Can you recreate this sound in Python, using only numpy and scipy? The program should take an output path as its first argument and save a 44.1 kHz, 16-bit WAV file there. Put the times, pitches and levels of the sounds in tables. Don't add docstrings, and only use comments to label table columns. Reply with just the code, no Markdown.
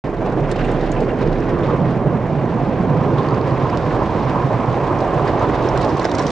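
import sys
import numpy as np
from scipy import signal
from scipy.fft import rfft, irfft, next_fast_len
from scipy.io import wavfile
from scipy.ndimage import uniform_filter1d, map_coordinates

SR = 44100
rng = np.random.default_rng(int(sys.argv[2]) if len(sys.argv) > 2 else 0)


def store_wav(level_fs):
    pcm = np.round(np.clip(np.atleast_2d(level_fs), -1, 1) * 32767)
    wavfile.write(sys.argv[1], SR, pcm.T.astype(np.int16))


N = 278271
TIME = np.arange(N) / SR
PADDED = next_fast_len(N + SR // 2, real=True)
BINS = np.arange(PADDED // 2 + 1) * SR / PADDED
LULL_DB = -1.5

# time_s, nearness (0 far - 1 touching)
NEARNESS = [(0.04, 0.15), (1.9, 0.016), (3.3, 0.078), (4.7, 0.24), (5.7, 0.31), (6.0, 0.47), (6.31, 1)]
# freq_hz, gain_db
SPLASH_COLOUR = [(900, -2.5), (1800, -2), (3000, 9), (4500, 9), (6000, 2.5), (8000, -7), (10000, -20),
                 (12000, -39.5)]
# start_s, level_db, pitch_hz (at the start)
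DOOR_THUMPS = [(0.248, -26, 159), (0.406, -15.5, 150), (0.736, -19, 148.6), (1, -23.5, 149),
               (1.257, -21, 154), (1.52, -22, 150.7), (1.653, -18, 150.6), (1.712, -17, 148),
               (1.819, -15, 132.4), (1.876, -18, 128), (1.933, -19, 147), (2.045, -13.5, 149),
               (2.168, -20, 157), (2.299, -13.5, 147.5), (2.369, -18.5, 135), (2.498, -17, 163),
               (2.593, -17.5, 135), (2.788, -10.5, 179.4), (2.881, -14, 144), (2.967, -14.5, 160),
               (3.048, -19, 136), (3.127, -14.5, 141.4), (3.209, -17, 133.3), (3.267, -23.5, 143),
               (3.512, -12.5, 127), (3.621, -15, 135.4), (3.741, -18.5, 136), (3.868, -18.5, 149),
               (3.932, -18, 127), (4.006, -14, 131.4), (4.075, -19.5, 143), (4.245, -17, 133.6),
               (4.346, -25.5, 141), (4.434, -11, 138.4), (4.532, -14.5, 125), (4.672, -14, 125),
               (4.809, -16, 141), (5.147, -13, 149.5), (5.208, -14.5, 141), (5.698, -20.5, 136),
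               (5.826, -18, 134), (5.936, -16.5, 142.5), (6.226, -18, 157.4)]
THUMP_RISE_S = 0.016


def from_db(db):
    return 10 ** (np.asarray(db) / 20)


def rms_one(x):
    return x / np.sqrt(np.mean(x ** 2) + 1e-20)


def in_time(rows):
    s, *columns = np.transpose(rows)
    return [np.interp(TIME, s, column) for column in columns]


def over_bins(points):
    hz, value = np.transpose(points)
    return np.interp(np.log(BINS + 1), np.log(hz), value)


def drift(per_s):
    knots = rng.standard_normal(2000)
    coarse = map_coordinates(knots, [TIME[::32] * per_s], order=3, mode="wrap")
    return rms_one(coarse).repeat(32)[:N]


def swells(events, rise_s, fall_s):
    out = np.zeros(N)
    for s, db in events:
        span = slice(max(int(s * SR) - SR // 6, 0), int(s * SR) + SR // 6)
        t = TIME[span] - s
        out[span] += db * np.exp(-.5 * (t / np.where(t < 0, rise_s, fall_s)) ** 2)
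    return out


def burst(s, t60, rise_s):
    span = slice(int(s * SR), int(s * SR) + SR // 6)
    t = TIME[:len(TIME[span])]
    return span, from_db(-60 * t / t60) * (1 - np.exp(-t / rise_s))


def colour(x, spectrum):
    inside = np.clip(BINS + 1, spectrum[0][0], spectrum[-1][0])
    octaves_out = np.abs(np.log2((BINS + 1) / inside))
    gain = from_db(over_bins(spectrum) - 30 * octaves_out) + 1e-6
    cepstrum = irfft(np.log(gain), PADDED)[:PADDED // 2]
    cepstrum[1:] *= 2
    response = np.exp(rfft(cepstrum, PADDED))
    return irfft(rfft(x, PADDED) * response, PADDED)[..., :N]


def resonator(hz, width_hz):
    r = np.exp(-np.pi * width_hz / SR)
    return [1, 0, -1], [1, -2 * r * np.cos(2 * np.pi * hz / SR), r * r]


def evened(x, seconds=0.11):
    size = int(seconds * SR)
    power = uniform_filter1d(uniform_filter1d(x ** 2, size), size // 2)
    return x / np.sqrt(power + 1e-12)


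def impacts(per_s, spread_db):
    sizes = from_db(spread_db * np.minimum(rng.exponential(1, N), 4.5))
    signs = rng.choice([-1, 1], (2, N))
    return sizes * signs * (rng.random(N) < per_s / SR)


def beaten(spectrum, per_s, spread_db, surge_db, sway_db, steady_s=0.13):
    blows = impacts(per_s, spread_db) * from_db(surge_db)
    return evened(colour(blows, spectrum), steady_s) * from_db(sway_db * drift(16))


def pressed():
    peak_db = 1
    return swells([(s + THUMP_RISE_S, peak_db) for s, db, hz in DOOR_THUMPS], rise_s=0.023, fall_s=0.028)


def brushes(bunches):
    # time_s, boom_db, doors_db
    side_levels = [(0.04, -32, -31), (0.35, -30, -25.5), (1.5, -28.5, -24.5), (1.8, -23, -21),
                   (2.3, -26.5, -23), (2.7, -28, -23.5), (2.95, -23.5, -21.5), (3.2, -21.5, -23.5),
                   (3.5, -26, -26.5), (4.1, -28.5, -24), (5.3, -28, -28), (5.85, -24.5, -26),
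                   (6.02, -30.5, -28), (6.31, -27, -27.5)]
    # time_s, bonnet_db, windscreen_db, pane_ring_db
    top_levels = [(0.04, -27.5, -33, -34.5), (0.33, -24, -25.5, -32.5), (1.0, -22.5, -28, -34),
                  (1.42, -21.5, -28.5, -33), (1.68, -23.5, -29, -26.5), (1.9, -24, -25.5, -30.5),
                  (2.35, -25.5, -27.5, -32), (2.95, -23.5, -25.5, -28.5), (3.2, -22, -27.5, -26.5),
                  (3.55, -23.5, -25.5, -27), (4.65, -25, -25.5, -25.5), (5.35, -21, -21, -25),
                  (5.85, -23, -23, -24), (6.31, -23.5, -29, -27)]
    # peak_s, bonnet_lift_db, windscreen_lift_db
    swipes = [(0.065, 4.5, 3.5), (0.22, 1.5, 3), (0.268, 1, 5), (0.328, 1, -2), (0.38, 5.5, 1),
              (0.525, 2, -3), (0.705, 3.5, 1.5), (0.83, 1, 3), (1.01, 4.5, 5), (1.129, 0, 2),
              (1.267, 3, -2), (1.483, -1, 2.5), (1.546, 4, -7), (1.624, 3.5, 3), (1.73, 5, 1),
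              (1.78, -2.5, -1), (1.842, 3, 3), (2.06, 4, 3.5), (2.104, 0.5, -2.5), (2.443, 4.5, 1.5),
              (2.508, 2, -1), (2.605, 1, 3), (2.859, 3, 1.5), (2.953, 2, 0), (3.045, 3, 0.5),
              (3.123, 3.5, 0), (3.322, 2, -2.5), (3.414, 1.5, -1), (3.65, 1.5, -1.5), (3.884, 1.5, -1),
              (3.972, 3, 3.5), (4.026, 2.5, 0), (4.176, 3, 1), (4.375, 2.5, 0), (4.518, 1, 6),
              (4.785, 3, 1.5), (4.905, 4.5, -4), (5.028, 0.5, 4.5), (5.27, 1.5, -3), (5.399, -1, 0.5),
              (5.491, 2, -3), (5.651, 4, -3.5), (5.759, 1, 2), (5.85, 3, 3.5), (5.931, 2.5, -3.5),
              (6.137, 3, 3), (6.195, 1, 6), (6.252, 2.5, 3.5)]
    # peak_s, lift_db (re its steady ring)
    drags = [(0.266, 4.5), (0.394, 2), (0.75, 7), (0.971, 9), (1.219, 7.5), (1.525, 1), (1.702, 7),
             (2.147, 3.5), (2.577, 4), (3.199, 5.5), (3.323, 5.5), (3.529, 3), (3.651, 4.5), (3.737, 5),
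             (4.021, 7.5), (4.162, 2.5), (4.365, 6), (4.685, -2.5), (4.914, 8.5), (5.193, 6), (5.432, 6.5),
             (5.77, 3.5), (6.202, 3.5)]
    # freq_hz, gain_db
    boom_colour = [(72, -21), (98, -11.5), (114, -2.5), (130, 0.5), (146, -9), (170, -18)]
    # freq_hz, gain_db
    drone_colour = [(108, -28), (122, 0.5), (130, 2.5), (138, -10), (152, -24)]
    # freq_hz, gain_db
    door_colour = [(120, -27), (152, -4), (185, -6.5), (215, -8.5), (245, -6.5), (290, -16), (400, -45)]
    # freq_hz, gain_db
    bonnet_colour = [(190, -18), (250, -3.5), (290, 0.5), (350, -1), (420, -1), (480, -2.5), (560, -5.5),
                     (680, -18), (1000, -37.5)]
    # freq_hz, gain_db
    screen_colour = [(420, -15.5), (540, 5), (640, 5), (760, 7), (860, 2.5), (1000, -15), (1500, -26)]
    # freq_hz, gain_db
    ring_colour = [(700, -17), (870, -1), (945, -1), (1020, -0.5), (1130, -2), (1220, -6.5), (1380, -16),
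                   (2000, -38)]

    boom_db, door_db = in_time(side_levels)
    bonnet_db, screen_db, ring_db = in_time(top_levels)
    bonnet_swipe_db = swells([(s, db) for s, db, _ in swipes], rise_s=0.016, fall_s=0.016)
    screen_swipe_db = swells([(s, db) for s, _, db in swipes], rise_s=0.016, fall_s=0.016)
    drag_db = swells(drags, rise_s=0.014, fall_s=0.012)
    damped_db = pressed()

    boom = beaten(boom_colour, per_s=500, spread_db=3.0, surge_db=0.43 * bunches, sway_db=1.0, steady_s=0.055)
    drone = beaten(drone_colour, per_s=900, spread_db=1.5, surge_db=-2, sway_db=-1.2, steady_s=0.03)
    doors = beaten(door_colour, per_s=700, spread_db=3.5, surge_db=bunches, sway_db=1.35, steady_s=0.092)
    bonnet = beaten(bonnet_colour, per_s=1300, spread_db=1.0, surge_db=0.6 * bunches, sway_db=0.5, steady_s=0.06)
    screen = beaten(screen_colour, per_s=1200, spread_db=1.0, surge_db=1.6 * bunches, sway_db=0.5, steady_s=0.06)
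    ring = beaten(ring_colour, per_s=2000, spread_db=1.5, surge_db=0.58 * bunches, sway_db=0.64)

    out = from_db(boom_db - damped_db + 1.64) * boom
    out += from_db(boom_db - damped_db - 5.5) * drone
    out += from_db(door_db - 0.5 * damped_db - 0.15) * doors
    out += from_db(bonnet_db + 1.17 * bonnet_swipe_db - 0.26) * bonnet
    out += from_db(screen_db + 1.14 * screen_swipe_db - 2.0) * screen
    out += from_db(ring_db + drag_db - 4.0) * ring
    return out


def cabin(x):
    # freq_hz, width_hz, lift_db (each alone, before the overall trim)
    modes = [(187, 16, 1.5), (337.4, 24, 2.5), (402, 18, 2.5), (495.5, 17, 4), (577, 13, 3), (630, 36, 4),
             (707, 19, 3), (928, 32, 2.5), (998, 40, 5.5), (1066, 21, 5), (1194, 51, 3.5), (1324, 64, 5),
             (1580, 45, 8.5)]
    for hz, width_hz, db in modes:
        r = np.exp(-np.pi * width_hz / SR)
        unit_peak = (1 - r * r) / 2
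        x = x + (from_db(db) - 1) * unit_peak * signal.lfilter(*resonator(hz, width_hz), x)
    return from_db(-1) * x


def rumble():
    # start_s, length_s (before the release), level_db
    shudders = [(0.128, 0.14, -30.5), (0.38, 0.048, -24.5), (0.537, 0.09, -23), (0.7, 0.31, -25.5),
                (1.2, 0.12, -23), (1.423, 0.16, -31)]
    # time_s, level_db
    gantry_level = [(0.04, -32), (0.7, -38), (1.3, -31), (2.4, -35), (2.8, -31), (3.35, -36.5),
                    (3.95, -28.5), (4.65, -33.5), (5.83, -29.5), (6.0, -37), (6.31, -33.5)]
    # freq_hz, gain_db
    gantry_colour = [(18, -29.5), (27, -6.5), (36, -3), (46, 0), (62, -0.5), (82, -3), (105, -2.5)]
    attack_s, release_s = 0.07, 0.16
    shake_hz, wander_hz = 34, 0.8

    bouts = np.zeros(N)
    for s, length_s, db in shudders:
        attack = np.clip((TIME - s) / attack_s, 0, 1)
        release = np.clip(1 - (TIME - s - length_s) / release_s, 0, 1)
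        bouts += from_db(db) * attack * release
    cycles = np.cumsum(shake_hz + wander_hz * drift(9.9)) / SR
    shaking = np.sqrt(2) * np.sin(2 * np.pi * cycles) * [[1], [0]]
    gantry_db, = in_time(gantry_level)
    noise = colour(rng.standard_normal((2, N)), gantry_colour)
    return bouts * shaking + from_db(gantry_db + 0.5) * evened(noise, seconds=0.1)


def through_glass(x):
    return signal.sosfilt(signal.butter(8, 7200, fs=SR, output="sos"), x)


def patter(low_hz, high_hz, per_s, width_hz, tilt_db, spread_db=2.5):
    out = 0
    for hz in np.geomspace(low_hz, high_hz, 12):
        drops = impacts(per_s, spread_db) + 1e-18
        level = from_db(tilt_db * np.log2(hz / low_hz))
        out = out + level * signal.lfilter(*resonator(hz, width_hz), drops)
    return rms_one(through_glass(out))


def water(bunches):
    # time_s, flow_db (re usual)
    flow = [(0.04, 0.5), (0.11, -10.5), (0.25, -1), (0.33, -4), (0.62, 2), (0.9, 1), (1.15, -2),
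            (1.65, 1.5), (2.1, -4), (2.7, -2), (3.22, 0.5), (3.9, 1.5), (4.7, 1), (5.6, 5), (6.31, -0.5)]
    # time_s, coarseness (1 usual)
    coarseness = [(1.2, 1.4), (2.0, 0.93), (5.3, 0.83), (5.9, 1.26)]
    # peak_s, lift_db (on the wash; scaled for drops and mist)
    gouts = [(0.068, -1), (0.268, 2), (0.514, 2.5), (0.613, 4), (0.7, 3), (0.79, 0), (1.096, 2.5),
             (1.219, 4.5), (1.659, 2.5), (2.305, 0.5), (2.5, 0.5), (2.768, 2.5), (3.269, 1.5), (3.408, -1),
             (3.911, 2.5), (4.304, 3), (4.515, -1), (4.745, 1), (5.288, 4), (5.568, 0.5), (5.77, 2.5),
             (6.054, 4.5), (6.194, 7)]
    # freq_hz, gain_db
    wash_colour = [(900, -16.5), (1350, 3), (1600, 3), (2000, -1), (2500, -5), (3200, -14), (4500, -35),
                   (8000, -43.5)]
    # freq_hz, gain_db
    drops_colour = [(1900, -14.5), (3000, 0.5), (3800, -0.5), (4700, -6.5), (5500, -10), (7000, -23.5),
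                    (9000, -38)]
    # freq_hz, gain_db
    mist_colour = [(3500, -15.5), (5500, -1.5), (6500, -3.5), (7500, -6.5), (8500, -11), (10000, -19.5),
                   (11500, -43), (15000, -36.5)]

    flow_db, = in_time(flow)
    near, = in_time(NEARNESS)
    coarse, = in_time(coarseness)
    gout_db = swells(gouts, rise_s=0.013, fall_s=0.0096)
    wash_db = -38 + 0.61 * flow_db + 1.1 * near + gout_db
    drops_db = -52 + flow_db + 2.5 * near + 1.5 * gout_db
    mist_db = -63.5 + 0.52 * flow_db + 13 * near + 0.25 * gout_db

    wash_surge_db = np.maximum(2.7 * coarse * bunches, LULL_DB)
    wash = beaten(wash_colour, per_s=3000, spread_db=0.0, surge_db=wash_surge_db, sway_db=0.25 * coarse)
    plops = patter(low_hz=1389, high_hz=2763, per_s=16, width_hz=60, tilt_db=-8.5)
    wash += from_db(-8.5) * coarse * plops

    gusts = coarse * (2.3 * bunches + 1.2 * drift(110))
    drops_surge_db = np.maximum(gusts, LULL_DB)
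    drops = beaten(drops_colour, per_s=6000, spread_db=0.0, surge_db=drops_surge_db, sway_db=1.4 * coarse)
    ringing_drops = patter(low_hz=2370, high_hz=6640, per_s=23, width_hz=300, tilt_db=-12.0)
    drops += from_db(-10) * coarse * ringing_drops

    mist_surge_db = np.maximum(2.0 * gusts + 1.1 * coarse * drift(140), LULL_DB)
    mist = beaten(mist_colour, per_s=14000, spread_db=0.5, surge_db=mist_surge_db, sway_db=0.3 * coarse)
    heavy_drops = rms_one(colour(impacts(per_s=200, spread_db=2.5), SPLASH_COLOUR))
    mist += coarse * from_db(6.1 * near - 6.0) * heavy_drops
    return from_db(wash_db) * wash + from_db(drops_db) * drops + from_db(mist_db) * mist


def spray():
    # time_s, level_db
    spray_level = [(0.04, -71.5), (2.7, -65), (3.25, -55), (4.2, -53.5), (5.2, -60.5), (5.8, -53),
                   (6.31, -49.5)]
    # freq_hz, gain_db
    spray_colour = [(2400, -13), (3500, 4), (4700, 0), (5600, -3.5), (7000, -12.5), (9000, -27)]
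    spray_db, = in_time(spray_level)
    return from_db(spray_db) * rms_one(colour(impacts(per_s=9800, spread_db=1.0), spray_colour))


def spatter():
    near, = in_time(NEARNESS)
    touching_db, far_loss_db = -46.5, 24
    pings = patter(low_hz=4200, high_hz=7200, per_s=14, width_hz=900, tilt_db=-4.5, spread_db=4.0)
    return from_db(touching_db - far_loss_db * (1 - near)) * pings


def splats(rise_s=0.0056, width_hz=900, grains_per_s=2500):
    # start_s, level_db, centre_hz, t60_s
    blobs = [(0.165, -45, 3570, 0.087), (0.262, -44, 3500, 0.1), (0.373, -43, 3300, 0.12),
             (0.44, -47, 3100, 0.067), (0.558, -34, 2800, 0.07), (0.587, -34, 2600, 0.14),
             (0.618, -40, 3400, 0.085), (0.645, -30, 2880, 0.067), (0.686, -37, 2300, 0.1),
             (0.736, -39, 3280, 0.1), (0.96, -33, 2550, 0.12), (1.628, -38, 3400, 0.1),
             (1.698, -39, 3200, 0.061), (3.174, -35, 3480, 0.17), (3.44, -39, 3000, 0.08),
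             (3.725, -36.5, 2880, 0.12), (3.821, -41, 3800, 0.065), (4.863, -39.5, 3480, 0.091),
             (5.016, -38, 3880, 0.06), (5.555, -40, 3580, 0.066), (5.825, -31, 3980, 0.07),
             (5.893, -39, 5000, 0.1), (5.993, -34, 4160, 0.07), (6.05, -28, 1800, 0.042),
             (6.092, -36, 3900, 0.082), (6.185, -32, 1700, 0.091), (6.188, -35, 3960, 0.1),
             (6.277, -39, 5600, 0.089)]
    out = np.zeros((2, N))
    grains = impacts(grains_per_s, spread_db=2.5)
    for s, db, hz, t60 in blobs:
        span, fade = burst(s, t60, rise_s)
        zeros, poles = resonator(hz, width_hz)
        ring = [*zeros, *poles]
        out[:, span] += from_db(db) * fade * rms_one(signal.sosfilt([ring, ring], grains[:, span]))
    return out


def ticks(level_db=4, t60=0.0058, scatter_db=-11, scatter_t60=0.022, width_hz=1700, click_db=-5, click_t60=0.003):
    # start_s, level_db (before the
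    # ring and click trims), ring_hz
    big_drops = [(0.1675, -41, 4200), (0.5165, -32, 5230), (0.6553, -36, 3700), (0.6945, -40, 3600),
                 (0.701, -36, 3280), (0.7651, -33, 3450), (0.811, -32, 3900), (0.9177, -25, 6800),
                 (1.0485, -37, 4500), (1.2297, -35, 4310), (1.254, -41, 4700), (1.2753, -36, 5000),
                 (1.329, -31.5, 3900), (1.3854, -44, 6000), (1.402, -41, 5400), (2.518, -42, 4500),
                 (2.8106, -38, 4600), (2.9056, -43, 4300), (3.0312, -38, 5600), (3.18, -31, 3500),
                 (3.186, -40, 3580), (3.232, -32, 4500), (3.248, -38, 4300), (3.287, -30, 4400),
                 (3.3083, -34, 4700), (3.345, -28.5, 4770), (3.4134, -31, 4200), (3.509, -33, 4400),
                 (3.699, -27.5, 5100), (3.9033, -37, 4200), (4.9893, -31.5, 5570), (5.2244, -37, 5000),
                 (5.2773, -28, 4800), (5.3945, -33, 6260), (5.625, -39, 6200), (5.658, -32, 5510),
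                 (5.688, -21.5, 5400), (5.7498, -39, 4800), (5.829, -31, 5600), (5.848, -30, 5840),
                 (5.892, -31, 5170), (5.897, -35, 5700), (5.9036, -34, 5500), (5.9565, -37, 5200),
                 (5.969, -32, 5800), (6.017, -30, 5680), (6.0295, -32, 6800), (6.045, -21, 5200),
                 (6.052, -9, 1640), (6.054, -22, 5280), (6.096, -32, 5830), (6.139, -35, 6300),
                 (6.152, -22, 5830), (6.1833, -25, 6470), (6.194, -19, 5510), (6.2015, -29, 5900),
                 (6.222, -28, 1900), (6.225, -30, 5600), (6.24, -22.5, 2000), (6.268, -19.5, 5800),
                 (6.281, -27, 5700), (6.305, -25, 5430)]
    out = np.zeros((2, N))
    clicks = np.zeros(N)
    for s, db, hz in big_drops:
        span, fade = burst(s, t60, rise_s=0.00049)
        phase = 2 * np.pi * hz * TIME[:len(fade)] + [[0], [np.pi / 2]]
        ring = fade * np.sin(phase) * [[1], [.45]]
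        echoes = signal.lfilter(*resonator(hz, width_hz), rng.standard_normal(ring.shape))
        span, tail = burst(s, scatter_t60, rise_s=0.0033)
        out[:, span] += from_db(db + level_db) * (ring + from_db(scatter_db) * tail * rms_one(echoes))
        clicks[span] += from_db(db + click_db) * burst(s, click_t60, rise_s=0.0001)[1]
    return through_glass(out) + colour(clicks * rng.standard_normal((2, N)), SPLASH_COLOUR)


def thumps(sag=0.017, t60=0.17):
    out = np.zeros(N)
    for s, db, hz in DOOR_THUMPS:
        span = slice(int(s * SR), int(s * SR) + SR // 4)
        t = TIME[:len(TIME[span])]
        swell = np.sin(np.pi / 2 * np.minimum(t / THUMP_RISE_S, 1)) ** 2
        fade = from_db(-60 * np.maximum(t - THUMP_RISE_S, 0) / t60)
        cycles = hz * t * (1 - sag * t / t60) + rng.random()
        out[span] += from_db(db) * swell * fade * np.sin(2 * np.pi * cycles)
    return out * [[1], [0]]


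def slaps(level_db=-13, t60=0.02):
    # start_s, slap_db (before level_db is added)
    heavy_slaps = [(0.467, -7), (1.082, 0), (2.305, 5), (2.417, 1), (2.855, -5), (5.862, 4.5), (6.051, 8)]
    # freq_hz, gain_db
    cloth_colour = [(150, -0.5), (300, 5.5), (650, 13.5), (1050, -2), (1400, -10.5), (2500, -24),
                    (5000, -36.5)]
    force = np.zeros(N)
    for s, db in heavy_slaps:
        span, fade = burst(s, t60, rise_s=0.0023)
        force[span] += from_db(db + level_db) * fade
    cloth = rng.standard_normal((2, N))
    return colour(cloth * force, cloth_colour) / np.std(colour(cloth[0], cloth_colour))


def flicks(splash_db=-6, edge_db=-3, splash_t60=0.045, crack=0.88, crack_t60=0.0082):
    # start_s, level_db, edge_db (re level_db)
    strips = [(0.5138, -23.5, -4), (0.5606, -34, -15), (0.6483, -38, -1), (0.666, -43, 0), (0.716, -38, 3),
              (0.7901, -33, -18), (0.9142, -28, -7), (0.92, -41, -6), (1.0046, -32, -5), (1.2156, -35, -23),
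              (1.274, -39, -23), (1.402, -36, -10), (3.7725, -28, -25), (5.0037, -30, -24),
              (5.282, -34, -22), (5.774, -25, -13), (5.8134, -25, -11), (5.847, -30, -12),
              (5.8915, -30, -26), (5.969, -31, -11), (5.9953, -26, -22), (6.0432, -28, -17),
              (6.053, -36, -19), (6.115, -28, -22), (6.1504, -26, -12), (6.184, -21.5, -6),
              (6.2248, -31.5, -17), (6.266, -22, -16), (6.3024, -21, -12)]
    # freq_hz, gain_db
    edge_colour = [(3000, -31), (6000, 1.5), (7800, 3.5), (9500, -8), (11000, -22), (12500, -34)]
    splash, edge = np.zeros((2, N))
    for s, db, bright_db in strips:
        span, fade = burst(s, splash_t60, rise_s=0.0011)
        fade = 0.74 * fade + crack * burst(s, crack_t60, rise_s=0.00029)[1]
        splash[span] += from_db(db + splash_db) * fade
        edge[span] += from_db(db + bright_db + edge_db) * fade
    droplets = colour(splash * rms_one(impacts(per_s=6700, spread_db=5.5)), SPLASH_COLOUR)
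    return droplets + colour(edge * rms_one(impacts(per_s=10000, spread_db=7.0)), edge_colour)


def microphones(x):
    # freq_hz, gain_db
    width = [(20, -22), (130, -24), (290, -21), (640, -17), (1400, -11.5), (3100, -8.5), (6800, -5),
             (16000, -3)]
    # freq_hz, left_minus_right_db
    lean = [(20, -5.5), (110, -4.4), (380, -3.9), (1300, -3), (2400, -2), (8000, -1.2), (16000, 0)]
    mid, side = x[0], colour(x[1], width)
    left = colour(mid + side, [(hz, db / 2) for hz, db in lean])
    right = colour(mid - side, [(hz, -db / 2) for hz, db in lean])
    return np.array([left, right])


def scene():
    bunches = 0.37 * drift(22) + 0.41 * drift(70)
    body = cabin(brushes(bunches) + slaps()) + rumble() + thumps()
    glass = water(bunches) + spray() + spatter() + splats() + ticks() + flicks()
    return microphones(body + glass)


def record(dry):
    start_s, fade_s, stopband_hz = 0.039, 0.002, 15700
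    corners_s = [start_s, start_s + fade_s, TIME[-1] - fade_s, TIME[-1]]
    running = np.interp(TIME, corners_s, [0, 1, 1, 0])
    return signal.sosfilt(signal.cheby2(12, 70, stopband_hz, fs=SR, output="sos"), dry * running)


dry = scene()
out = record(dry)
store_wav(out)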